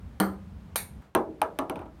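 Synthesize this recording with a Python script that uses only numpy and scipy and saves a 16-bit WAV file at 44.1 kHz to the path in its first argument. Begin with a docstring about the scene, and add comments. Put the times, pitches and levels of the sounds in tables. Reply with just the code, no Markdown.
"""Over a low outdoor rumble and a hiss of air, a ping-pong ball clicks on a house window and the pane booms.
It drops on the hard ground of an echoing porch, and a faint tick follows. Then, in the open, a ball
bounces on a car's steel hood, sooner and weaker as it settles. Every contact is a click of the
ball's shell; glass and steel add their own ring."""
import sys
import numpy as np
from scipy import signal
from scipy.fft import rfft, irfft, next_fast_len
from scipy.io import wavfile
from scipy.ndimage import map_coordinates

SR = 44100
rng = np.random.default_rng(int(sys.argv[2]) if len(sys.argv) > 2 else 0)


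def dump(signal):
    """Clip the signal to [-1, 1] and save it as 16-bit WAV at the path in sys.argv[1]."""
    limited = np.clip(np.atleast_2d(signal).T, -1, 1)
    pcm = np.round(limited * 32767).astype(np.int16)
    wavfile.write(sys.argv[1], SR, pcm)


N = 88200
PANEL_ATTACK_S = 0.0018  # glass and steel take a moment to bloom


def amp(db):
    """Decibels to gain."""
    return 10 ** (np.asarray(db) / 20)


def along(points, hz):
    """Read a curve of (pitch_hz, value) points on a log frequency axis."""
    pitches, values = np.transpose(points)
    return np.interp(np.log(hz + 1), np.log(pitches + 1), values)


def clock():
    """The time of every sample in seconds."""
    return np.arange(N) / SR


def rise(attack_s):
    """An attack that builds with time constant attack_s."""
    return 1 - np.exp(-clock() / attack_s)


def fade(t, t60):
    """Exponential decay, 60 dB down after t60 seconds."""
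    return np.exp(-np.log(1000) * t / t60)


def add(track, start_s, sound):
    """Mix a sound into the track at start_s."""
    start = round(start_s * SR)
    track[start:] += sound[:N - start]


def noise(colour, lift=lambda hz: 1):
    """Coloured noise brought to rms 1, then equalised by the gain curve lift."""
    hz = np.fft.rfftfreq(N, 1 / SR)
    coloured = irfft(rfft(rng.standard_normal(N)) * amp(along(colour, hz)), N)
    coloured /= np.sqrt(np.mean(coloured ** 2) + 1e-20)
    return irfft(rfft(coloured) * lift(hz), N)


def outdoors():
    """A low rumble, stronger by the house, under a faint hiss of air."""
    rumble_levels = [(0, -41.5), (.3, -44), (.62, -43), (.72, -46), (1.0, -43), (1.03, -63.5), (1.3, -57.5),
                     (1.47, -54.5), (1.75, -48.5), (2, -48)]  # time_s, level_db
    rumble_colour = [(20, -38), (36, -17), (52, 1), (82, 2), (115, -11.5), (200, -6), (280, -22),
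                     (600, -65.5)]  # pitch_hz, level_db
    air_levels = [(0, -55.5), (1.0, -55.5), (1.05, -55), (1.13, -64), (1.2, -57.5), (1.6, -55.5),
                  (1.9, -58.5), (2, -55)]  # time_s, level_db
    air_colour = [(150, 1), (250, -2), (330, -5), (560, -8), (1050, -11), (2500, -21), (6000, -31.5),
                  (16000, -39.5)]  # pitch_hz, level_db
    fader = lambda levels: amp(np.interp(clock(), *np.transpose(levels)))
    return fader(rumble_levels) * noise(rumble_colour) + fader(air_levels) * noise(air_colour)


def ring(modes, scatter_db, lift=lambda hz: 1):
    """Damped modes of alternating polarity, each a little stronger or weaker at every blow."""
    t = clock()
    out = np.zeros(N)
    for k, (hz, db, t60) in enumerate(modes):
        gain = (-1) ** k * amp(db + scatter_db * rng.standard_normal()) * lift(hz)
        out += gain * fade(t, t60) * np.sin(2 * np.pi * hz * t)
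    return out


def ball_click():
    """The ball is pressed flat and puffs the air; its shell rings briefly, with a bright crack."""
    shell_modes = [(2265, -14.5, 0.01), (3130, -3.5, 0.012), (4036, -25, 0.057), (5930, -29.5, 0.094),
                   (6070, -14.5, 0.0075), (8810, -4, .011), (9250, -34, .13), (8800, -35, 0.14),
                   (9700, -11.5, 0.0055), (10750, -8.5, 0.0099), (11930, -6.5, .011),
                   (12750, -15.5, 0.0094), (14300, -22.5, .009)]  # pitch_hz, level_db, t60_s
    crack_colour = [(300, 15), (1300, 13.5), (2800, -16.5), (4500, 4), (6500, -0.5), (9000, -7), (12000, 7),
                    (15000, -9), (16500, -20)]  # pitch_hz, level_db
    contact_s = 0.00076
    t = clock()
    puff = amp(-3) * np.sin(2 * np.pi * t / contact_s) * (t < contact_s)
    crack = amp(1.5) * noise(crack_colour) * fade(t, t60=0.0042)
    shell = ring(shell_modes, scatter_db=1)
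    return puff + (shell + crack) * rise(attack_s=0.00016)


def bending_chirp():
    """High bending waves run faster, so a struck sheet opens with a quick falling chirp."""
    start_hz, end_hz, fall_s = 4036, 610, 0.00075
    t = clock()
    hz = end_hz + (start_hz - end_hz) * np.exp(-t / fall_s)
    return np.sin(2 * np.pi * np.cumsum(hz) / SR) * fade(t, t60=0.0096) * rise(attack_s=0.00047)


def mode_wash(colour, decays, lift=lambda hz: 1):
    """Countless overlapping modes in uneven bunches, each frequency dying at its own speed."""
    ripple_db, spacing_hz = 2.5, 170
    bunches = rng.standard_normal(512)
    uneven = lambda hz: lift(hz) * amp(ripple_db * map_coordinates(bunches, [hz / spacing_hz]))
    hz, t, bands = signal.stft(noise(colour, uneven), SR, nperseg=256)
    dying = bands * fade(t, along(decays, hz)[:, None])
    return signal.istft(dying, SR, nperseg=256)[1][:N]


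def porch_echo(colour):
    """A click comes back under the porch as dense early scatter and a longer tail."""
    tail_decays = [(300, 0.33), (4000, 0.24), (9000, 0.27), (15000, .22)]  # pitch_hz, t60_s
    early = amp(7) * noise(colour) * fade(clock(), t60=0.034)
    return (early + mode_wash(colour, tail_decays)) * rise(attack_s=0.00084)


def window_knock():
    """The ball clicks on the glass, the pane booms and the porch answers."""
    knock = (.2009, -17, -21.5)  # start_s, click_db, pane_db
    pane_modes = [(194.4, 2.5, 0.45), (218, -22, 0.24), (312.6, -4.5, 0.34), (388, -12, 0.28),
                  (453, -11, .26), (542, -12.5, 0.39), (772, -12, 0.32), (1017, -19, 0.4),
                  (1232, -26, 0.66), (1281, -30, .22), (1422, -24, 0.37)]  # pitch_hz, level_db, t60_s
    wash_colour = [(60, -40), (140, -18.5), (260, 4.5), (600, -3), (1300, -4.5), (1950, -13), (2500, -28.5),
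                   (5000, -39), (16000, -72)]  # the pane's weaker modes: pitch_hz, level_db
    wash_decays = [(200, .4), (1000, 0.3), (3000, 0.22)]  # pitch_hz, t60_s
    echo_colour = [(1500, -2), (2500, -9.5), (3200, 0.5), (3700, -15), (4400, 2), (5300, -18.5),
                   (6050, -10), (6700, -17), (8200, -8), (8850, 5), (9600, -15), (10200, -7), (11200, -7),
                   (11950, 2), (12700, -6), (15000, -5), (16500, -28)]  # pitch_hz, level_db
    start_s, click_db, pane_db = knock
    pane = ring(pane_modes, scatter_db=2.5) + mode_wash(wash_colour, wash_decays)
    glass = amp(-20.5) * bending_chirp() + amp(pane_db) * pane * rise(PANEL_ATTACK_S)
    out = np.zeros(N)
    add(out, start_s, amp(click_db) * ball_click() + glass + amp(-36) * porch_echo(echo_colour))
    return out


def ground_bounce():
    """Hard ground does not ring: it leaves the shell's lower modes singing, and the walls reflect the click."""
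    bounce = (.7578, -27, -27)  # start_s, click_db, echo_db
    shell_modes = [(2360, -39, 0.12), (4010, -38, .1), (4540, -41.5, 0.2)]  # pitch_hz, level_db, t60_s
    echo_colour = [(150, -34.5), (380, 1), (1400, -2.5), (2300, 0.5), (3200, -12.5), (3700, -0.5),
                   (4200, 0), (5000, -11), (6700, -7), (8000, -17), (8850, 9), (9450, -9.5), (9900, 2.5),
                   (10500, -7), (11150, 2), (12300, -2), (13500, -7.5), (15500, -11), (16500, -28)]  # pitch_hz, level_db
    wall_reflections = [(.0009, 3), (.0023, -4), (.0034, -8), (.0044, -7.5), (.0079, -5.5)]  # delay_s, gain_db
    start_s, click_db, echo_db = bounce
    click = amp(click_db) * ball_click()
    shell = ring(shell_modes, scatter_db=3)
    out = np.zeros(N)
    add(out, start_s, click + shell + amp(echo_db) * porch_echo(echo_colour))
    for delay_s, gain_db in wall_reflections:
        add(out, start_s + delay_s, amp(gain_db) * click)
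    return out


def faint_tick():
    """One dull little burst of noise after the ground bounce."""
    tick = (1.0205, -49.5, 0.032)  # start_s, level_db, t60_s
    tick_colour = [(200, -19), (1300, 13), (2500, -13), (6000, -20), (16000, -20)]  # pitch_hz, level_db
    start_s, level_db, t60 = tick
    out = np.zeros(N)
    add(out, start_s, amp(level_db) * noise(tick_colour) * fade(clock(), t60))
    return out


def hood_bounces():
    """Each bounce clicks and clacks, pocks the spot under it and rings the whole steel sheet anew."""
    bounces = [(1.1500, -18, -22.5, -24, 5, 1240, -25.5), (1.4165, -22.5, -20, -27, -14, 755, -18.5),
               (1.5885, -24.5, -25, -30.5, 2, 316, -24), (1.6974, -30, -29, -36, 3, 908, -36),
               (1.7577, -44.5, -32.5, -39.5, 1, 910, -43), (1.7920, -51.5, -43.5, -46, 2.5, 855, -51),
               (1.8148, -59, -52.5, -48, -6, 819, -44.5), (1.8556, -65.5, -65, -52, 2, 877, -58)]  # start_s, click_db, clack_db, panel_db, bass_db, spot_hz, spot_db
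    panel_modes = [(179, -18, 0.46), (283.3, -5.5, 0.37), (316.4, -11.5, 0.54), (356, -5.5, 0.3),
                   (393, -12.5, 0.38), (439, -48, 0.14), (560, -15, 0.18), (584, -17.5, 0.55),
                   (643, -7, 0.39), (786, -24, 0.2), (842, -8, 0.3), (962.5, -5.5, 0.19), (1130, -17, 0.2),
                   (1290, -16, 0.072)]  # the hood's clearest tones: pitch_hz, level_db, t60_s
    wash_colour = [(90, -18), (170, -8.5), (280, -2.5), (480, -3.5), (750, -2), (1300, -6.5), (1800, -17),
                   (2200, -19), (2900, -23), (5000, -36), (16000, -48)]  # its weaker modes: pitch_hz, level_db
    wash_decays = [(250, .55), (800, 0.27), (1500, 0.2), (4000, 0.1)]  # pitch_hz, t60_s
    spot_modes = [(.85, -3, 0.12), (1, 0.5, 0.054), (1.11, -5, 0.067), (1.27, -8.5, 0.05)]  # hollow pock of the steel under the ball: pitch_ratio, level_db, t60_s
    clack_modes = [(2337, -4, 0.016), (2684, -3.5, 0.011), (2880, -22, 0.065), (3430, -8.5, 0.0078)]  # hard, dry tick of the steel itself: pitch_hz, level_db, t60_s
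    yard_colour = [(1500, -13), (3500, 7), (5000, -3), (7500, -5), (8800, -2), (9600, -3), (11800, -2),
                   (14000, -7.5), (16000, -20)]  # faint scatter round the car: pitch_hz, level_db
    shelf_hz = 370.4  # below this the hood's answer depends on where the ball lands
    out = np.zeros(N)
    for start_s, click_db, clack_db, panel_db, bass_db, spot_hz, spot_db in bounces:
        shelf = lambda hz: amp(bass_db / (1 + (hz / shelf_hz) ** 4))
        panel = ring(panel_modes, scatter_db=2, lift=shelf)
        panel += amp(2) * mode_wash(wash_colour, wash_decays, shelf)
        pock = ring([(spot_hz * ratio, db, t60) for ratio, db, t60 in spot_modes], scatter_db=3.5)
        steel = (amp(panel_db) * panel + amp(spot_db) * pock) * rise(PANEL_ATTACK_S)
        yard = amp(-34) * noise(yard_colour) * fade(clock(), t60=0.25)
        contact = ball_click() + amp(4) * bending_chirp() + yard
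        clack = ring(clack_modes, scatter_db=1.5)
        add(out, start_s, amp(click_db) * contact + amp(clack_db) * clack + steel)
    return out


def scene():
    """All contacts over the outdoor bed, in mono."""
    return (window_knock() + ground_bounce() + faint_tick() + hood_bounces() + outdoors())[None]


def record(dry):
    """A gentle low cut thins the deepest bass; a steep high cut removes the very top."""
    low_cut_hz, high_cut_hz = 53, 16000
    thinned = signal.sosfilt(signal.butter(2, low_cut_hz, "highpass", fs=SR, output="sos"), dry)
    padded = next_fast_len(N + SR // 2)
    hz = np.fft.rfftfreq(padded, 1 / SR)
    high_cut = 1 / np.sqrt(1 + (hz / high_cut_hz) ** 160)
    return irfft(rfft(thinned, padded) * high_cut, padded)[..., :N]


dry = scene()
out = record(dry)
dump(out)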